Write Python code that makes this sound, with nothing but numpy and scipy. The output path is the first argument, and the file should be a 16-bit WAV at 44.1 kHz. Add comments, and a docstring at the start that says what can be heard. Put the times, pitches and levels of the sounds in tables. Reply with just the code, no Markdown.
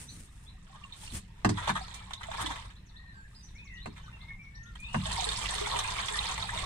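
"""A rake is stirred through thick liquid in an old bathtub beside a barn, then lifted so that it streams back in:
filtered random impacts and rising sine bubbles follow the strokes, with single splashes and glugs on top.
The rake knocks on the tub wall (struck modes); dense noise tails give the echoes between the tub's sides.
Feet shift in the grass (crackle, low thud), birds sing further off (gliding sines),
and the open air rumbles softly (filtered noise)."""
import sys
import numpy as np
from scipy import signal
from scipy.fft import rfft, irfft
from scipy.io import wavfile
from scipy.ndimage import uniform_filter1d

SR = 44100
rng = np.random.default_rng(int(sys.argv[2]) if len(sys.argv) > 2 else 0)


def transcribe(u):
    """Save the signal u as a 16-bit wav file named by the first command-line argument.

    u: samples, shape (n,) or (channels, n), limited to [-1, 1]; the rate is SR.
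    q: integer samples, one column per channel.
    """
    v = np.clip(np.atleast_2d(u).T, -1, 1)
    q = np.round(v * 32767).astype(np.int16)
    wavfile.write(sys.argv[1], SR, q)


N = 293265
T = np.arange(N) / SR

# pulls of the rake through the liquid: (time of full flow [s], hold [s], fall [dB/s],
# slosh level [dB], fine spray level [dB], rocking level [dB])
STROKES = [(0.707, 0.38, 49, -67, -69.5, -60), (1.058, 0.088, 126, -71, -59, -62),
           (1.606, 0.13, 24, -52, -57.5, -46.5), (2.397, 0.12, 104, -46, -52.5, -46),
           (3.898, 0.39, 100, -66, -76.5, -48.5), (5.132, 0.46, 76, -45.5, -44, -43),
           (5.588, 0.71, 31, -44, -46.5, -44), (6.561, .1, 90, -43, -48, -40)]
# larger splashes: (time [s], level [dB], length [s], centre [Hz])
SPLASHES = [(.745, -52, 0.023, 1290), (.925, -51.5, 0.037, 3600), (1.57, -37, 0.042, 1720),
            (1.62, -40.5, 0.075, 1880), (1.672, -26.5, 0.018, 1310), (1.692, -23.5, 0.014, 1620),
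            (1.752, -31.5, 0.028, 1590), (1.938, -43.5, 0.027, 5240), (2.107, -37.5, 0.0059, 1640),
            (2.133, -34, 0.0064, 3540), (2.208, -41, 0.011, 1730), (2.23, -38, 0.012, 2250),
            (2.314, -32, 0.0051, 1400), (2.334, -37, 0.017, 1500), (2.387, -36.5, 0.049, 1450),
            (2.46, -33.5, 0.011, 3360), (2.5, -35.5, 0.022, 1400), (2.557, -36, 0.0068, 2330),
            (2.62, -44, 0.0035, 2600), (2.645, -51, 0.024, 1410), (2.7, -53, 0.015, 2480),
            (3.96, -49.5, 0.033, 2420), (4.753, -47, 0.01, 2320), (4.8, -53.5, 0.012, 7300),
            (5.055, -34, 0.0053, 2550), (5.715, -35, 0.067, 1140), (5.789, -22.5, 0.0051, 4540),
            (5.985, -34, 0.024, 2120), (6.083, -24, 0.006, 2940), (6.378, -29, 0.004, 2230),
            (6.488, -35, 0.0047, 1700)]
# single loud air pockets, low glugs to plinks under drops: (time [s], pitch [Hz], level [dB], t60 [s])
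GLUGS = [(.695, 777, -57, 0.2), (0.728, 1080, -47.5, 0.14), (.755, 850, -42, 0.03),
         (0.764, 1195, -50, 0.12), (0.814, 1165, -49, 0.14), (0.839, 2740, -35.5, 0.036),
         (0.848, 1092, -41, 0.086), (.924, 3710, -35.5, 0.043), (1.032, 860, -46, .1),
         (1.077, 2750, -36, .03), (1.81, 748, -32.5, 0.066), (2.135, 3640, -28, 0.032),
         (2.285, 674, -31, 0.1), (2.441, 311, -29, 0.096), (2.463, 3520, -25, 0.018),
         (2.474, 305, -31, 0.078), (2.502, 282, -31, 0.057), (4.08, 1256, -40.5, .04),
         (4.304, 1790, -41, 0.062), (4.756, 3200, -43, 0.037), (5.06, 633, -34, .09),
         (5.07, 1080, -35, 0.075), (5.163, 2120, -29.5, 0.032), (5.185, 764, -26.5, 0.065),
         (5.197, 3720, -23, 0.019), (5.222, 715, -28, 0.088), (5.243, 3900, -21, .02),
         (5.267, 441, -27.5, 0.083), (5.289, 3630, -22.5, 0.048), (5.361, 4970, -26, .015),
         (5.383, 1020, -32, 0.052), (5.44, 1167, -29, 0.048), (5.55, 415, -37.5, .2),
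         (5.583, 3570, -25, 0.028), (5.612, 410.5, -25.5, 0.2), (5.658, 2120, -30, 0.022),
         (5.742, 932, -31.5, 0.059), (5.752, 413, -30, 0.13), (5.79, 1128, -28, 0.052),
         (5.984, 2200, -25, 0.025), (6.11, 418, -35, 0.18), (6.144, 1770, -25, 0.041),
         (6.189, 3780, -19, 0.041), (6.294, 2600, -31, 0.045), (6.425, 3800, -24.5, 0.028),
         (6.491, 1730, -26, 0.052), (6.589, 2100, -29, 0.037)]
# rake against the tub: (time [s], delay until the head settles [s], wall boom [dB],
# hardness as tilt of the upper boom [dB/octave], clack [dB], tick of the tines [dB])
KNOCKS = [(1.127, 0.0032, -45, -28, -68, -62), (1.156, 0.0039, -57, -17, -48, -63),
          (1.447, 0.0032, -27.5, 4, -11, -29), (1.491, .003, -29.5, -1.5, -21, -28),
          (1.684, .014, -40, -0.5, -22, -33.5), (3.858, .013, -48, 8.5, -26.5, -46),
          (4.944, 0.014, -31.5, -17, -14.5, -39), (5.077, 0.01, -54.5, -22, -49, -58)]
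# modes of the tub's wall: (frequency [Hz], relative level [dB], t60 [s])
WALL_MODES = [(56.6, -9, 0.94), (90, -10.5, 1), (108.7, 6, 0.31), (153.8, -0.5, 0.41), (184, 4, 0.21),
              (192, 9.5, 0.24), (223, 4, 0.19), (264.6, -0.5, 0.051), (298, -3, 0.21), (320, -21, 0.2),
              (340.5, -8.5, 0.15), (414, -9, 0.14)]
# modes of the rake's head and handle: (frequency [Hz], relative level [dB], t60 [s])
RAKE_MODES = [(653, 1.5, 0.0076), (870, 5.5, 0.0092), (962, 5, 0.016), (1100, 3, 0.0092),
              (1345, -4.5, 0.011), (1650, -1, 0.0076), (2060, -8, 0.011), (2650, -10.5, 0.012)]
# soles pressing into grass: (middle [s], length [s], rustle [dB], thud [dB])
STEPS = [(-0.01, 0.1, -46.5, -49.5), (0.18, 0.11, -54, -49), (0.396, 0.17, -64, -86),
         (1.039, 0.093, -49.5, -65), (1.159, 0.046, -40.5, -39.5), (2.419, 0.024, -40, -45),
         (3.383, 0.23, -68.5, -92)]
# low fluting birds, one smooth arc a note:
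# (time [s], length [s], start pitch [Hz], middle pitch [Hz], end pitch [Hz], level [dB])
FLUTES = [(1.924, 0.13, 2270, 2320, 2240, -55), (2.934, 0.22, 1774, 1873, 1680, -53),
          (3.131, 0.14, 1660, 1558, 1886, -51.5), (3.541, .115, 2000, 2500, 2360, -51.5),
          (3.654, 0.147, 2260, 1985, 1930, -48), (3.653, 0.17, 2580, 2735, 3100, -56.5),
          (3.994, 0.094, 2600, 3130, 2720, -60.5), (4.026, 0.066, 1480, 1540, 1300, -53),
          (4.128, 0.032, 2700, 2720, 2580, -48), (4.19, 0.17, 2084, 2134, 2135, -53.5),
          (4.273, 0.076, 2150, 2180, 2055, -43.5), (4.388, 0.047, 2320, 2344, 2300, -46),
          (4.435, 0.071, 2170, 2230, 2290, -51.5), (4.525, .2, 1780, 1830, 1800, -52),
          (4.634, 0.093, 1350, 1420, 1280, -54.5), (4.787, 0.11, 2407, 2480, 2815, -40),
          (4.88, 0.12, 2780, 2864, 2700, -44.5)]
# a small bird's upward chirps, and at 0.918 s a brief rising ping amid the splashing: (time [s], length [s],
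# end pitch [Hz], level [dB])
CHIRPS = [(0.081, 0.025, 4530, -44.5), (0.458, 0.044, 4170, -50), (0.918, 0.017, 4210, -47),
          (1.811, 0.027, 5180, -46), (1.98, 0.032, 4900, -65), (2.16, 0.027, 4140, -43.5),
          (2.752, 0.027, 4260, -53.5), (2.957, 0.024, 4320, -47.5), (3.343, 0.014, 4630, -56.5),
          (3.79, .07, 4370, -48), (4.206, 0.014, 4180, -48), (4.544, 0.019, 4840, -56.5),
          (4.656, 0.023, 3900, -54.5)]
# its thin whistles, arcs too:
# (time [s], length [s], start pitch [Hz], middle pitch [Hz], end pitch [Hz], level [dB])
WHISTLES = [(.068, 0.065, 5870, 6060, 6000, -51), (3.06, 0.077, 4300, 4030, 3500, -63),
            (3.122, 0.1, 4930, 4460, 4280, -68), (3.142, 0.11, 7760, 7300, 6830, -68),
            (3.35, 0.044, 4850, 4950, 4630, -51), (3.427, 0.031, 5630, 6080, 5700, -47.5),
            (4.423, 0.022, 5600, 5650, 5640, -63), (4.552, 0.016, 5280, 5700, 5800, -53),
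            (4.631, 0.0097, 6670, 6370, 5300, -49), (4.837, 0.026, 3390, 3670, 3570, -43)]
# its runs of two-step falling syllables: (time [s], syllables [count], level [dB])
TRILLS = [(2.855, 1, -56.5), (3.448, 4, -55), (4.025, 1, -54.5)]
# steps of a syllable: (time into the syllable [s], length [s], end pitch [Hz], relative level [dB])
SYLLABLE = [(0, 0.031, 5500, -5), (.034, 0.02, 3450, 0)]
# spectrum of the slosh: (frequency [Hz], relative level [dB])
LIQUID_SPECTRUM = [(150, -35), (300, -0.5), (420, -0.5), (550, -2.5), (800, 1), (1080, 5.5), (1400, -0.5),
                   (1950, 2.5), (2400, 1), (3000, -14.5), (3750, 5.5), (4600, -17.5), (6500, -18),
                   (12000, -40)]
# spectrum of the fine spray: (frequency [Hz], relative level [dB])
SPRAY_SPECTRUM = [(1000, -2), (2500, 4.5), (3800, 4), (4600, 3.5), (6200, -2.5), (7900, 4.5), (9300, 1.5),
                  (10500, -9), (12500, -14.5), (15000, -28.5)]
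# hollow of the tub, as splashes ring it: (frequency [Hz], relative level [dB])
HOLLOW_SPECTRUM = [(650, 3), (1050, 9.5), (1350, 3), (1750, 5), (2700, -1), (3700, 8.5), (4500, -5.5),
                   (8300, 11.5), (12000, 4)]
# spectrum of the tines' tick: (frequency [Hz], relative level [dB])
TICK_SPECTRUM = [(500, -27), (2000, -22), (3800, -3.5), (6000, -8.5), (8500, -8), (11000, -22.5),
                 (15000, -48)]
# direction of the tub: (frequency [Hz], left minus right [dB])
TUB_PAN = [(150, -1), (600, -5), (1150, 2.5), (2000, -1), (2700, -6.5), (5000, -4.5), (8000, -5),
           (10500, 1.5)]
# spectrum of the grass rustle: (frequency [Hz], relative level [dB])
GRASS_SPECTRUM = [(200, -14), (1000, -9), (2000, -6), (4000, -10.5), (6500, -7.5), (9000, 0.5),
                  (11000, -16), (15000, -22)]
# spectrum of a sole's thud: (frequency [Hz], relative level [dB])
THUD_SPECTRUM = [(30, -1), (80, 6), (130, 0.5), (250, -5.5), (500, -21), (1500, -48)]
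# spectrum of the outdoor hush: (frequency [Hz], relative level [dB])
AIR_SPECTRUM = [(12, -23), (20, 7.5), (74, 3), (194, -7.5), (242, -16), (774, -30), (914, -33),
                (1020, -49.5), (1830, -18), (2280, -29.5), (2620, -21.5), (4310, -48), (5240, -31),
                (5850, -37), (10000, -38.5), (12000, -49), (15000, -48)]
# spectrum of the rocking tub: (frequency [Hz], relative level [dB])
ROCKING_SPECTRUM = [(18, -6), (35, -7), (56, 4.5), (75, -10.5), (112, -3.5), (145, -16.5), (180, -8),
                    (260, -31.5), (600, -59.5)]

# floors while the head glides under the surface
CALM_SLOSH_DB, CALM_SPRAY_DB, CALM_ROCK_DB = -74, -82.5, -56
FLOW_RISE_DB_PER_S = 79.5
ROCK_RISE_DB_PER_S, ROCK_FALL_DB_PER_S = 15.5, 20.5
DROP_SHARE, BUBBLE_SHARE = 0.62, 0.39  # amplitude weights in the slosh
GLUG_RISE = 0.017  # share by which a pocket's pitch climbs over its t60
FIRST_BOOM_DB, SETTLE_CLACK_DB, SETTLE_TICK_DB = -4.5, -24, -5.5  # weaker contact against stronger
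TILT_PIVOT_HZ = 220
LEFT_LAG_SAMPLES = 41
CHIRP_RISE_OCT, CHIRP_BEND = 0.37, 1.3
TRILL_PERIOD_S, TRILL_FALL_OCT, TRILL_BEND = 0.095, 0.49, 2.04
AIR_DB = -52.5
TOP_HZ = 15400


def trickle(slosh_gain, spray_gain):
    """At one spot along the tines, drops strike and trap bubbles; strong flow throws fine spray."""
    drops = crackle(rate_hz=260, spread_db=6)
    plinks = bubbling(637.3, 4394, cycles=47.0, count=1200)
    fizz = bubbling(2590, 10040, cycles=10.0, count=1200)
    spurts = undb(1.2 * walk(55))
    slosh = colour(spurts * (DROP_SHARE * drops + BUBBLE_SHARE * plinks), LIQUID_SPECTRUM)
    spray = colour(spurts * (0.6 * drops + 0.8 * fizz), SPRAY_SPECTRUM)
    return slosh_gain * unit(slosh) + spray_gain * unit(spray)


def flow(column, calm_db, rise_db_per_s, fall_db_per_s=None):
    """Stroke gain: each swells, holds and dies away, at its own rate unless one is given."""
    index = ("slosh", "spray", "rocking").index(column)
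    power = undb(calm_db) ** 2
    for s, hold_s, own_fall, *levels_db in STROKES:
        rise_db = rise_db_per_s * np.maximum(s - T, 0)
        fall_db = (fall_db_per_s or own_fall) * np.maximum(T - s - hold_s, 0)
        power = np.maximum(power, undb(levels_db[index] - rise_db - fall_db) ** 2)
    return np.sqrt(power)


def bubbling(lo_hz, hi_hz, cycles, count):
    """Many small bubbles of all sizes, most faint and a few loud."""
    out = np.zeros(N)
    for when, pitch, size, life in rng.random((count, 4)):
        hz = lo_hz * (hi_hz / lo_hz) ** pitch
        t60_s = cycles * (0.5 + life) / hz
        gain = np.sqrt(hz) * undb(15 * size ** 3)
        add(out, when * N / SR, gain * bubble(hz, t60_s, rise=0.083))
    return unit(out)


def bubble(hz, t60_s, rise):
    """A ringing air pocket whose pitch climbs as it nears the surface."""
    t = np.arange(int(t60_s * SR)) / SR
    tone = np.sin(2 * np.pi * hz * t * (1 + rise * t / t60_s / 2))
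    return tone * decay(t, t60_s) * (1 - np.exp(-t * hz))


def splashes(count):
    """Lumps of liquid fall on the spots in turn: short, dense impact bursts ring the tub's hollow."""
    out = np.zeros((count, N))
    for k, (s, db, length_s, hz) in enumerate(SPLASHES):
        t = np.arange(int(4 * length_s * SR)) / SR
        grains = crackle(rate_hz=4400, spread_db=6.5)[:len(t)]
        slap = unit(band(grains, hz / 1.96, hz * 1.24))
        broad = undb(-4.5) * unit(band(grains, 680, 3470))
        swell = (1 - np.exp(-t / (0.08 * length_s))) * np.exp(-(t / length_s) ** 2)
        add(out[k % count], s, undb(db) * swell * (slap + broad))
    return colour(out, HOLLOW_SPECTRUM)


def glugs():
    """Single air pockets close behind the tines, and those that falling drops trap."""
    out = np.zeros(N)
    for s, hz, db, t60_s in GLUGS:
        add(out, s, undb(db) * bubble(hz, t60_s, rise=GLUG_RISE))
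    return out


def knocks():
    """Tines tick and head clacks, then the weight settles and the wall booms: (contact, boom)."""
    boom, clack, tick = np.zeros((3, N))
    t = np.arange(SR) / SR
    for s, settle_s, boom_db, tilt_db, clack_db, tick_db in KNOCKS:
        first = (s, boom_db + FIRST_BOOM_DB, clack_db, tick_db)
        settled = (s + settle_s, boom_db, clack_db + SETTLE_CLACK_DB, tick_db + SETTLE_TICK_DB)
        for at_s, wall_db, head_db, tines_db in (first, settled):
            add(boom, at_s, undb(wall_db) * ring(WALL_MODES, t, tilt_db))
            add(clack, at_s, undb(head_db) * ring(RAKE_MODES, t))
            add(tick, at_s, undb(tines_db) * rng.standard_normal(len(t)) * np.exp(-t / 0.0035))
    return clack + colour(tick, TICK_SPECTRUM), boom


def ring(modes, t, tilt_db=0):
    """Struck modes, weighted anew by each blow's spot; a soft blow favours the low ones."""
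    out = np.zeros(len(t))
    for k, (hz, db, t60_s) in enumerate(modes):
        octaves = max(np.log2(hz / TILT_PIVOT_HZ), 0)
        gain = undb(db + tilt_db * octaves + 1.4 * rng.standard_normal())
        out += gain * (-1) ** k * np.sin(2 * np.pi * hz * t) * decay(t, t60_s)
    return out


def from_tub(spots, pockets, contact):
    """Each spot's sound bounces its own way between the tub's sides and leaves over the rim."""
    wet = sum(echoes(spot, t60_s=0.07, wet_db=2) for spot in spots)
    wet = wet + echoes(pockets, t60_s=0.07, wet_db=-10)
    wet = wet + echoes(contact, t60_s=0.08, wet_db=3.0)
    hz, db = np.transpose(TUB_PAN)
    pan_db = np.interp(np.log(np.arange(N // 2 + 1) * SR / N + 1), np.log(hz), db)
    return irfft(rfft(wet) * undb(np.array([pan_db, -pan_db]) / 2), N)


def off_barn(boom):
    """The boards of the barn throw the boom back, to each channel by another path."""
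    back = band(boom, 322, 700)
    paths = np.array([np.interp(T - lag_s, T, back) for lag_s in (0.0093, 0.0135)])
    return boom + undb(3.5) * paths


def steps():
    """Grass blades crackle under a sole as the weight comes down with a low thud."""
    rustle, thud = np.zeros((2, N))
    for s, length_s, rustle_db, thud_db in STEPS:
        press = np.exp(-2 * ((T - s) / length_s) ** 2)
        rustle += undb(rustle_db) * press
        thud += undb(thud_db) * press
    blades = np.array([crackle(rate_hz=8000, spread_db=7.0) for channel in range(2)])
    grass = colour(rustle * blades * undb(2 * walk(70)), GRASS_SPECTRUM)
    return grass + colour(thud * rng.standard_normal(N), THUD_SPECTRUM)


def birds():
    """Gliding whistles that waver in pitch and strength, scattered by barn and hedges."""
    out, waver, flutter = np.zeros(N), walk(300), undb(1.8 * walk(90))
    for s, length_s, contour_hz, db in song():
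        u = np.linspace(0, 1, int(length_s * SR))
        glide_hz = np.interp(u, np.linspace(0, 1, len(contour_hz)), contour_hz)
        hz = glide_hz * (1 + 0.014 * waver[int(s * SR):][:len(u)])
        swell = np.sqrt(abs(np.sin(np.pi * u)))
        add(out, s, undb(db) * swell * np.sin(2 * np.pi * np.cumsum(hz) / SR))
    return echoes(out * flutter, t60_s=0.26, wet_db=-0.5)


def song():
    """Every bird note as (time [s], length [s], pitch contour [Hz], level [dB])."""
    u = np.linspace(0, 1, 64)
    for s, length_s, start, middle, end, db in FLUTES + WHISTLES:
        arc = np.polyfit([0, 0.5, 1], [start, middle, end], 2)
        yield s, length_s, np.polyval(arc, u), db
    for s, length_s, hz, db in CHIRPS:
        yield s, length_s, hz * 2 ** (-CHIRP_RISE_OCT * (1 - u) ** CHIRP_BEND), db
    fall = 2 ** (TRILL_FALL_OCT * (1 - u) ** TRILL_BEND)
    for s, count, db in TRILLS:
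        for k in range(round(count)):
            for delay_s, length_s, hz, step_db in SYLLABLE:
                yield s + k * TRILL_PERIOD_S + delay_s, length_s, hz * fall, db + step_db


def open_air():
    """Outdoor hush, alike in both channels in the bass, and the filled tub's low rocking with the strokes."""
    common, own = rng.standard_normal(N), rng.standard_normal((2, N))
    mixed = common - band(common, 220, 22000) + band(own, 252, 16000)
    hush = unit(colour(mixed, AIR_SPECTRUM)) * undb(AIR_DB + 0.91 * walk(12.0))
    rocking = unit(colour(rng.standard_normal(N), ROCKING_SPECTRUM))
    return hush + rocking * flow("rocking", CALM_ROCK_DB, ROCK_RISE_DB_PER_S, ROCK_FALL_DB_PER_S)


def echoes(x, t60_s, wet_db):
    """Direct sound, right channel first, and a dense reflection tail that differs in each channel."""
    t = np.arange(SR // 2) / SR
    spectrum = rfft(rng.standard_normal((2, len(t))) * decay(t, t60_s))
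    smooth_power = uniform_filter1d(abs(spectrum) ** 2, size=100)
    response = undb(wet_db) * irfft(spectrum / np.sqrt(smooth_power))  # levelled spectrum
    half = len(t) // 2
    response[:, half:] *= np.linspace(1, 0, len(t) - half) ** 2
    response[1, 0] += 1
    response[0, LEFT_LAG_SAMPLES] += 1
    return signal.oaconvolve(np.atleast_2d(x), response / np.hypot(1, undb(wet_db)), axes=1)[:, :N]


def crackle(rate_hz, spread_db):
    """Tiny impacts at random moments, of very unequal size, scaled to rms 1."""
    hits = rng.random(N) < rate_hz / SR
    size = undb(spread_db * np.clip(rng.standard_normal(N), -2, 2))
    return unit(hits * rng.choice([-1, 1], N) * size)


def walk(rate_hz):
    """Slow random wander, rms 1: held draws smoothed over one hold."""
    k = int(SR / rate_hz)
    held = np.repeat(rng.standard_normal(N // k + 1), k)
    return unit(uniform_filter1d(held, k)[:N])


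def colour(x, points):
    """Causal minimum-phase filter of unit energy through (frequency [Hz], level [dB]) points."""
    size = 4096
    hz, db = np.transpose(points)
    bins_hz = np.arange(size // 2 + 1) * SR / size
    log_gain = np.log(undb(np.interp(np.log(bins_hz + 1), np.log(hz), db)))
    cepstrum = irfft(log_gain)
    cepstrum[1:size // 2] *= 2  # fold onto positive time
    cepstrum[size // 2 + 1:] = 0
    response = irfft(np.exp(rfft(cepstrum)))
    response /= np.sqrt(np.sum(response ** 2))
    return signal.oaconvolve(np.atleast_2d(x), response[None], axes=1)[:, :N]


def band(x, lo_hz, hi_hz):
    """Gentle band-pass."""
    sos = signal.butter(2, [lo_hz, min(hi_hz, SR / 2.2)], "band", fs=SR, output="sos")
    return signal.sosfilt(sos, x)


def decay(t, t60_s):
    """Exponential decay by 60 dB in t60_s."""
    return np.exp(-np.log(1000) * t / t60_s)


def undb(db):
    """Decibels to gain."""
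    return 10 ** (np.asarray(db) / 20)


def unit(x):
    """Scale to rms 1."""
    return x / np.sqrt(np.mean(x ** 2) + 1e-18)


def add(track, s, sound):
    """Mix a sound in from time s [s] on."""
    i = max(int(s * SR), 0)
    part = sound[..., :max(N - i, 0)]
    track[..., i:i + part.shape[-1]] += part


def scene():
    """Sum of all sources in two channels, left and right."""
    slosh_gain = flow("slosh", CALM_SLOSH_DB, FLOW_RISE_DB_PER_S)
    spray_gain = flow("spray", CALM_SPRAY_DB, FLOW_RISE_DB_PER_S)
    spots = [trickle(slosh_gain, spray_gain) + lumps for lumps in splashes(count=4)]
    contact, boom = knocks()
    return from_tub(spots, glugs(), contact) + off_barn(boom) + steps() + birds() + open_air()


def record(dry):
    """Steep low-pass at TOP_HZ."""
    return signal.sosfilt(signal.ellip(8, 0.2, 70, TOP_HZ, fs=SR, output="sos"), dry)


dry = scene()
out = record(dry)
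transcribe(out)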